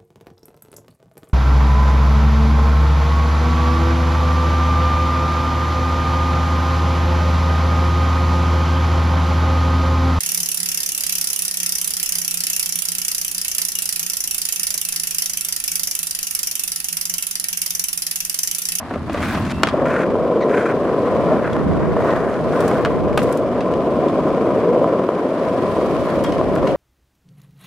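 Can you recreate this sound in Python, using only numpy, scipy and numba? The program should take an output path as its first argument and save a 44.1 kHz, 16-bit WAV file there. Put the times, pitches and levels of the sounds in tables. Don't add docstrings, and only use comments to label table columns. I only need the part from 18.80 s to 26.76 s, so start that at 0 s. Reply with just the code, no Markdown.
import sys
import numpy as np
from scipy import signal
from scipy.fft import rfft, irfft
from scipy.io import wavfile
from scipy.ndimage import uniform_filter1d
from numba import njit

SR = 44100
rng = np.random.default_rng(int(sys.argv[2]) if len(sys.argv) > 2 else 0)


def wav_out(sig):
    wavfile.write(sys.argv[1], SR, np.round(np.clip(np.atleast_2d(sig).T, -1, 1) * 32767).astype(np.int16))


N = 351036
TIME = np.arange(N) / SR
RIDE_START_S = 0.921

# time in seconds, level in dB.
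ROLL_LEVELS = [(0.93, -17.5), (1.15, -19.5), (1.55, -18.5), (2.1, -19), (2.55, -15.5), (2.7, -25.5),
               (3.0, -21.5), (3.3, -17.5), (3.55, -22.5), (3.8, -16.5), (4.1, -20), (5.0, -18), (5.55, -17),
               (6.0, -17.5), (6.4, -19.5), (7.1, -18), (7.96, -19)]
# time in seconds, pitch in Hz, level against the rumble in dB.
DECK_BOOM = [(0.95, 575, -17), (1.35, 480, -6), (1.6, 485, -5), (1.95, 425, -8), (2.25, 470, -12),
             (2.52, 610, -13), (2.75, 475, -10), (3.08, 450, -14), (3.25, 590, -19), (3.6, 472, -16),
             (4.5, 495, -9.5), (5.5, 446, -22), (5.85, 458, -4), (6.05, 525, -4.5), (6.4, 508, -25.5),
             (7.96, 544, -9.5)]
# start in seconds, attack level in dB.
JOLTS = [(1.354, -18), (1.685, -20), (3.166, -15), (3.257, -16), (6.018, -17), (6.043, -12), (6.136, -22),
         (6.195, -15.5), (6.289, -12), (7.612, -14)]
# start in seconds, attack level in dB,
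# brightness in dB per octave, ring against blow in dB, pitch ratio of the ring.
LOOSE_CLACKS = [(0.11, -23, -8, -2, 1.1), (0.139, -28, -3.5, -6, 1), (0.159, -21, -9.5, 7, 0.9),
                (0.297, -23, -3, -24, 1.2), (0.346, -19, -4, 17, 0.87), (0.374, -23.5, -4, -4, 1.1),
                (0.548, -25, -1, -10, 1.9), (0.8334, -7, 2.5, -5, 1.01), (0.872, -18, 0.5, -1, 1.1),
                (0.887, -22.5, 1.5, -6, 1.8)]
RIDDEN_CLACKS = [(2.766, -18, -14.5, -8, 1.13), (3.361, -20, -10, -8, 1.1), (3.915, -19, -11, 9, 0.84),
                 (4.0499, -17.5, -1, 1, 1.13), (4.059, -21.5, -3.5, -1, 1.18), (4.3755, -16.5, -0.5, 3, 1),
                 (4.378, -15.5, -1, 3, 1.01), (4.391, -25, 1.5, -2, 1.08), (4.419, -28, -7, 3, 1.4),
                 (7.762, -20.5, -13.5, -1, 1.1)]
# frequency in Hz, level in dB, 60 dB decay time in seconds,
# all before a clack's own pitch ratio and brightness.
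LOOSE_MODES = [(664, 0, 0.04), (1350, -5, 0.04), (1630, -11, 0.03), (2230, -10, 0.022), (2900, -22, 0.03)]
RIDDEN_MODES = [(980, 0, 0.034), (1240, -1, 0.036), (1450, 1, 0.022), (1770, -12, 0.045), (2180, -7, 0.03),
                (2550, -5, 0.03), (3600, -12, 0.018)]
# frequency in Hz, relative level in dB.
TRUCK_MODES = [(1750, 2), (2270, 10.5), (3250, -3.5), (4800, -5)]
# middle in seconds, length in seconds, chatter level in dB, sand level in dB.
WHEEL_SWELLS = [(0.106, 0.094, -39, -49), (0.507, 0.21, -28.5, -37), (0.8, 0.15, -34.5, -44),
                (0.992, 0.19, -29.5, -64), (2.348, 0.83, -44, -48), (2.593, 0.72, -28, -62),
                (3.287, 0.18, -27, -48), (3.865, 0.34, -28.5, -42.5), (4.483, 0.12, -33, -45),
                (5.494, 1, -37, -50), (7.16, 0.82, -35.5, -42.5), (7.887, 0.06, -36, -41)]
# start and end in seconds,
# level in dB, brightness in dB per octave, sand level in dB.
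SCUFFS = [(0.32, 0.417, -38, 5, -55), (0.412, 0.567, -29.5, 1.5, -47), (0.565, 0.652, -41, 5, -59),
          (0.647, 0.726, -34, 8.5, -47), (1.048, 1.253, -26, -4.5, -52), (1.68, 1.933, -26, -6, -52.5),
          (2.639, 2.7, -25.5, -8.5, -63), (3.155, 3.62, -27, -14.5, -59), (3.7, 3.993, -27, -13.5, -59)]
# start in seconds, attack level in dB, pitch ratio of the ring.
CLINKS = [(2.731, -35, 1.46), (3.3065, -36, 1.5), (3.5405, -39, 1.25), (4.807, -32, 1.17),
          (4.938, -35, 1.28), (5.284, -38, 1.55), (7.446, -28.5, 1.43), (7.522, -31, 1.3),
          (7.873, -29.5, 1.27)]
# start in seconds, peak level in dB.
TICKS = [(0.331, -29.5), (2.731, -37), (3.806, -21), (3.88, -21), (4.376, -20), (4.433, -26), (4.526, -23),
         (4.573, -29), (7.439, -25), (7.7535, -31.5)]
# middle in seconds, length in seconds, level in dB.
CRUNCHES = [(3.85, 0.16, -48), (4.416, 0.054, -44), (4.52, 0.13, -53)]
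# frequency in Hz, level in dB.
BEARING_TONES = [(2650, -44.5), (2750, -49)]
# middle in seconds, length in seconds, rise in dB (negative: a lull).
GUSTS = [(1.2, 0.35, 1), (1.85, 0.39, -5), (2.397, 0.2, 4.5), (2.965, 0.51, 13), (3.636, 0.23, 5.5),
         (4.24, 0.43, 8.5), (6.38, 0.56, -10.5), (7.718, 0.61, 7)]

# frequency in Hz, relative level in dB.
DECK_COLOUR = [(40, -30), (80, -20.5), (160, -4.5), (260, 0), (400, 0.5), (490, 0), (640, 0.5), (740, -8),
               (860, -21), (1300, -34)]
WHEEL_COLOUR = [(500, -11.5), (860, -4), (950, 2.5), (1005, 9.5), (1080, 4), (1250, -4), (1500, -12.5),
                (2000, -33.5), (3000, -25), (4800, -49.5), (7000, -45.5), (12000, -59)]
CLACK_COLOUR = [(120, -35), (300, 11.5), (500, 5), (700, 8.5), (880, 3), (1150, 7.5), (1600, 4), (2800, -4),
                (4200, -10), (6000, -18), (9500, -28), (15000, -47)]
CHATTER_COLOUR = [(200, -10.5), (430, -4.5), (620, 12), (850, 4.5), (1050, 8.5), (1500, 0), (1900, -3.5),
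                  (2300, -12), (3200, -32), (5000, -33.5), (9000, -47)]
WHEEL_SAND_COLOUR = [(1000, 8.5), (2500, 14.5), (4800, 5.5), (6500, -1), (7600, -3.5), (9800, -2),
                     (12500, -12.5), (15500, -58)]
SCUFF_COLOUR = [(400, -8.5), (900, -11.5), (1200, -3), (1480, 4), (1850, -4), (2450, -5), (2800, -14),
                (4000, -21), (7000, -35), (14000, -51)]
SCUFF_SAND_COLOUR = [(2500, -8), (4500, -5.5), (6400, 1), (8000, -4), (9500, -3.5), (12500, -13),
                     (15500, -31)]
TICK_COLOUR = [(1000, -28), (3000, 5), (5000, 8), (9000, 8.5), (12500, 3), (15500, -4)]
WIND_COLOUR = [(25, -22), (45, -7.5), (90, -0.5), (160, 3.5), (250, -1.5), (400, -8), (650, -14.5),
               (1000, -26)]
RUMBLE_COLOUR = [(45, -10.5), (85, 0.5), (130, -3), (230, 0.5), (320, -4.5), (430, -15.5)]
# frequency in Hz, side against mid in dB.
SIDE_COLOUR = [(100, -22), (500, -37.5), (1000, -22.5), (2000, -6.5), (4000, -2), (12000, -1.5)]


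def near_board(turns, wheels_db=-11, trucks_db=-18.5):
    road = grains(per_s=4800, scatter_db=1)
    chips = grains(per_s=540, scatter_db=3)
    deck = unit(colour(road, DECK_COLOUR))
    wheels = unit(colour(road * turns, WHEEL_COLOUR))
    wheels += unit(truck_ring(chips * turns)) * undb(trucks_db)
    board = deck + deck_boom(deck) + wheels * undb(wheels_db)
    standing_on = np.clip((TIME - RIDE_START_S) / 0.011, 0, 1)
    return board * undb(curve(ROLL_LEVELS)) * standing_on


def deck_boom(deck):
    boom = resonate(deck, curve(DECK_BOOM), q=7.5)
    return unit(boom) * undb(curve(DECK_BOOM, column=2))


def truck_ring(chips, t60=0.009):
    t = np.arange(SR // 20) / SR
    ring = sum(decaying_tone(t, hz, db, t60) for hz, db in TRUCK_MODES)
    return signal.oaconvolve(chips, ring[None], axes=-1)[:, :N]


def wheel_turns(turn_hz, depth_db):
    revolutions = np.cumsum(turn_hz * (1 + 0.0694 * walk(2))) / SR
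    return undb(depth_db * np.sin(2 * np.pi * revolutions))


def jolts(wheel_db=-8):
    out, boom_hz = np.zeros((2, N)), curve(DECK_BOOM)
    for start, db in JOLTS:
        push = blow(t60=0.012, rattle=0.11, width_db=2)
        hz = np.full(push.shape[1], boom_hz[int(start * SR)])
        deck = unit_attack(resonate(colour(push, DECK_COLOUR), hz, q=2.2))
        wheel = unit_attack(colour(push, WHEEL_COLOUR))
        add(out, start, unit_attack(deck + wheel * undb(wheel_db)) * undb(db))
    return out


def clacks(blows, modes):
    out, t = np.zeros((2, N)), np.arange(SR // 4) / SR
    for start, db, tilt_db, ring_db, pitch in blows:
        rattle_t60 = 0.012 * 2 ** (-db / 8.5)
        hit = colour(blow(rattle_t60, rattle=0.15, width_db=-3), CLACK_COLOUR, tilt_db)
        ring = sum(decaying_tone(t, pitch * hz, mode_db + tilt_db * np.log2(hz), t60 / pitch)
                   for hz, mode_db, t60 in modes)
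        clack = unit_attack(hit) + undb(ring_db) * unit_attack(ring)
        add(out, start, unit_attack(clack) * undb(db))
    return out


def wheel_chatter(coasting_db=-34.5):
    road = grains(per_s=2400, scatter_db=2, width_db=1) * undb(2 * walk(30))
    swells = [(middle, length, db) for middle, length, db, _ in WHEEL_SWELLS]
    return unit(colour(road, CHATTER_COLOUR)) * undb(contact_db(coasting_db, swells))


def judder(turns, drum_hz=760, ring_db=-9, db=-27.5):
    skips = grains(per_s=500, scatter_db=2.5) * turns ** 2 * undb(3 * walk(12))
    ring_hz = TRUCK_MODES[0][0] * (1 + 0.03 * walk(12))
    ring = unit(resonate(skips, ring_hz, q=17.0))
    drum = unit(resonate(colour(skips, CHATTER_COLOUR), np.full(N, float(drum_hz)), q=2.0))
    return (drum + undb(ring_db) * ring) * undb(db) * swell(middle_s=3.33, length_s=0.3)


def grit(turns, coasting_db=-50, right_db=0.7):
    swells = [(middle, length, db) for middle, length, _, db in WHEEL_SWELLS]
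    sand_db = contact_db(coasting_db, swells)
    splinter_db = -80 + 2.3 * (sand_db - coasting_db)
    sand = colour(grains(per_s=7700, scatter_db=-2.2) * turns, WHEEL_SAND_COLOUR)
    splinters = colour(grains(per_s=2800, scatter_db=3.5) * turns, [(13000, 0)])
    crackle = unit(sand) * undb(sand_db) + unit(splinters) * undb(splinter_db)
    return crackle * undb([[-right_db], [right_db]])


def scuffs():
    out = np.zeros((2, N))
    catching = undb(2.2 * walk(110))
    slips = grains(per_s=1800, scatter_db=1.8, width_db=-14) * catching
    sand = grains(per_s=3900, scatter_db=-4, width_db=-1) * catching
    for start, end, db, tilt_db, sand_db in SCUFFS:
        span = np.arange(int(start * SR), int(end * SR))
        contact = signal.windows.tukey(len(span), 0.14)
        scrape = unit(colour(slips[:, span] * contact, SCUFF_COLOUR, tilt_db))
        crush = unit(colour(sand[:, span] * contact, SCUFF_SAND_COLOUR))
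        add(out, start, scrape * undb(db) + crush * undb(sand_db))
    return out


def clinks(t60=0.025):
    out, t = np.zeros((2, N)), np.arange(SR // 4) / SR
    for start, db, pitch in CLINKS:
        ring = sum(decaying_tone(t, pitch * hz, mode_db, t60) for hz, mode_db in TRUCK_MODES)
        snap = colour(blow(2 * t60, rattle=0.3, width_db=-4), CLACK_COLOUR, tilt_db=2.5)
        clink = 0.5 * unit_attack(ring) + unit_attack(snap)
        add(out, start, unit_attack(clink) * undb(db))
    return out


def ticks():
    spray = unit(colour(grains(per_s=900, scatter_db=2, width_db=3), TICK_COLOUR))
    out = spray * sum(undb(db) * swell(middle, length) for middle, length, db in CRUNCHES)
    for start, db in TICKS:
        hit = colour(blow(t60=0.029, rattle=0.66, width_db=-3.5), TICK_COLOUR)
        add(out, start, hit * undb(db) / np.abs(hit).max())
    return out


def squeak(start_s, end_s, start_hz, end_hz, db):
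    hz = np.interp(TIME, [start_s, end_s], [start_hz, end_hz]) * (1 + 0.11 * walk(900))
    phase = 2 * np.pi * np.cumsum(hz) / SR
    tone = np.sin(phase) + np.sin(2 * phase) / 3.5 + np.sin(3 * phase) / 10
    press = np.sin(np.pi * np.clip((TIME - start_s) / (end_s - start_s), 0, 1))
    return undb(db + 3 * walk(300)) * press * tone


def bearing():
    song = np.zeros(N)
    for hz, db in BEARING_TONES:
        level = undb(db + 3 * walk(40))
        wavering_hz = hz * (1 + 0.01 * walk(150))
        song += level * np.sin(2 * np.pi * np.cumsum(wavering_hz) / SR)
    spin = np.interp(TIME, [0.45, 0.7, 0.8, 0.9], [0, 1, 1, 0])
    return song * spin


def wind(right_bias=0.14):
    gust_db = sum(db * swell(middle, length) for middle, length, db in GUSTS)
    riding = np.clip((TIME - RIDE_START_S) / 0.21 + 0.5, 0, 1)
    wind_db = np.interp(riding, [0, 1], [-34.5, -31]) + gust_db
    rumble_db = np.interp(riding, [0, 1], [-22, -35])
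    rumble_db += gust_db * np.where(gust_db > 0, 0.15, 1.4)
    port_db = right_bias * np.array([-gust_db, gust_db])
    eddies = unit(colour(rng.standard_normal((2, N)), WIND_COLOUR)) * undb(wind_db + walk(14) + port_db)
    rumble = unit(colour(rng.standard_normal(N), RUMBLE_COLOUR)) * undb(rumble_db + 0.37 * walk(9.7))
    microphone_moving = np.interp(TIME, [0, 0.44], [0.2, 1])
    return (eddies + rumble) * microphone_moving


def street_echo(sound, t60=0.23, delay_s=0.012):
    t = np.arange(int(0.8 * SR)) / SR
    tail = rng.standard_normal((2, len(t))) * undb(-60 * t / t60) * (t > delay_s)
    tail = colour(tail, [(200, -13.5), (2500, 7), (10000, 2.5)]) / np.sqrt(np.sum(tail[0] ** 2))
    echo = signal.fftconvolve(sound.mean(axis=0)[None], tail)[:, :N]
    return echo * undb(np.interp(TIME, [4.6, 6.5], [-20.5, -7.5]))


def grains(per_s, scatter_db, width_db=0):
    size = undb(scatter_db * np.minimum(rng.exponential(size=N), 5.5))
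    direction = np.clip(rng.standard_normal((2, N)), -2, 2)
    struck = rng.random(N) < per_s / SR
    return stereo(struck * size * direction, width_db)


def blow(t60, rattle, width_db):
    t = np.arange(SR // 4) / SR
    push = rattle * rng.standard_normal((2, len(t))) * undb(-60 * t / t60)
    push[0, 0] += 1
    return stereo(push, width_db)


def contact_db(coasting_db, swells):
    swell_power = sum(undb(db) ** 2 * swell(middle, length) for middle, length, db in swells)
    return 10 * np.log10(undb(coasting_db) ** 2 + swell_power)


def decaying_tone(t, hz, db, t60):
    return undb(db - 60 * t / t60) * np.sin(2 * np.pi * hz * t)


@njit
def resonate(x, hz, q):
    y = np.empty(x.shape)
    for channel in range(len(x)):
        band, low = 0.0, 0.0
        for i in range(x.shape[1]):
            g = np.tan(np.pi * hz[i] / SR)
            v = (band + g * (x[channel, i] - low)) / (1 + g * (g + 1 / q))
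            band, low = 2 * v - band, low + 2 * g * v
            y[channel, i] = v
    return y


def colour(x, points, tilt_db=0, size=4096):
    octave = np.log2(np.maximum(np.arange(size // 2 + 1) * SR / size, 5))
    hz, db = np.transpose(points)
    knots = np.log2(hz)
    beyond = np.maximum(knots[0] - octave, 0) + np.maximum(octave - knots[-1], 0)
    tilt = tilt_db * np.clip(octave - np.log2(1500), -1.6, 1.7)
    gain_db = np.interp(octave, knots, db) - 12 * beyond + tilt
    cepstrum = irfft(np.log(undb(gain_db)))
    cepstrum[1:size // 2] *= 2
    cepstrum[size // 2 + 1:] = 0
    response = irfft(np.exp(rfft(cepstrum)))
    return signal.oaconvolve(x, response if x.ndim == 1 else response[None], axes=-1)[..., :x.shape[-1]]


def stereo(pair, width_db):
    side = colour(pair[1], SIDE_COLOUR) * undb(width_db)
    return np.array([pair[0] + side, pair[0] - side])


def walk(per_s):
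    hold = int(SR / per_s)
    steps = np.repeat(rng.standard_normal(N // hold + 1), hold)
    return 1.3 * uniform_filter1d(uniform_filter1d(steps, hold), hold)[:N]


def swell(middle_s, length_s):
    return 0.5 ** ((2 * (TIME - middle_s) / length_s) ** 2)


def curve(rows, column=1):
    rows = np.array(rows)
    return np.interp(TIME, rows[:, 0], rows[:, column])


def add(out, start_s, sound):
    i = int(start_s * SR)
    out[:, i:i + sound.shape[1]] += sound[:, :N - i]


def undb(db):
    return 10 ** (np.asarray(db) / 20)


def unit(x):
    return x / np.sqrt(np.mean(x ** 2))


def unit_attack(x):
    return x / x[..., :SR // 100].std()


def scene(left_db=0.5):
    turns = wheel_turns(turn_hz=22.78, depth_db=1.56)
    ahead = clacks(LOOSE_CLACKS, LOOSE_MODES) + clacks(RIDDEN_CLACKS, RIDDEN_MODES)
    ahead += clinks() + ticks() + scuffs() + wheel_chatter() + judder(turns)
    ahead += squeak(start_s=1.603, end_s=1.648, start_hz=2330, end_hz=1850, db=-32)
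    echo = street_echo(ahead)
    boards = near_board(turns) + jolts() + bearing() + ahead + echo
    return boards * undb([[left_db], [-left_db]]) + grit(turns) + wind()


def record(dry, top_hz=15800):
    low_pass = signal.ellip(10, 0.2, 80, top_hz, fs=SR, output="sos")
    return signal.sosfilt(low_pass, np.clip(dry, -1, 1))


dry = scene()
out = record(dry)
wav_out(out)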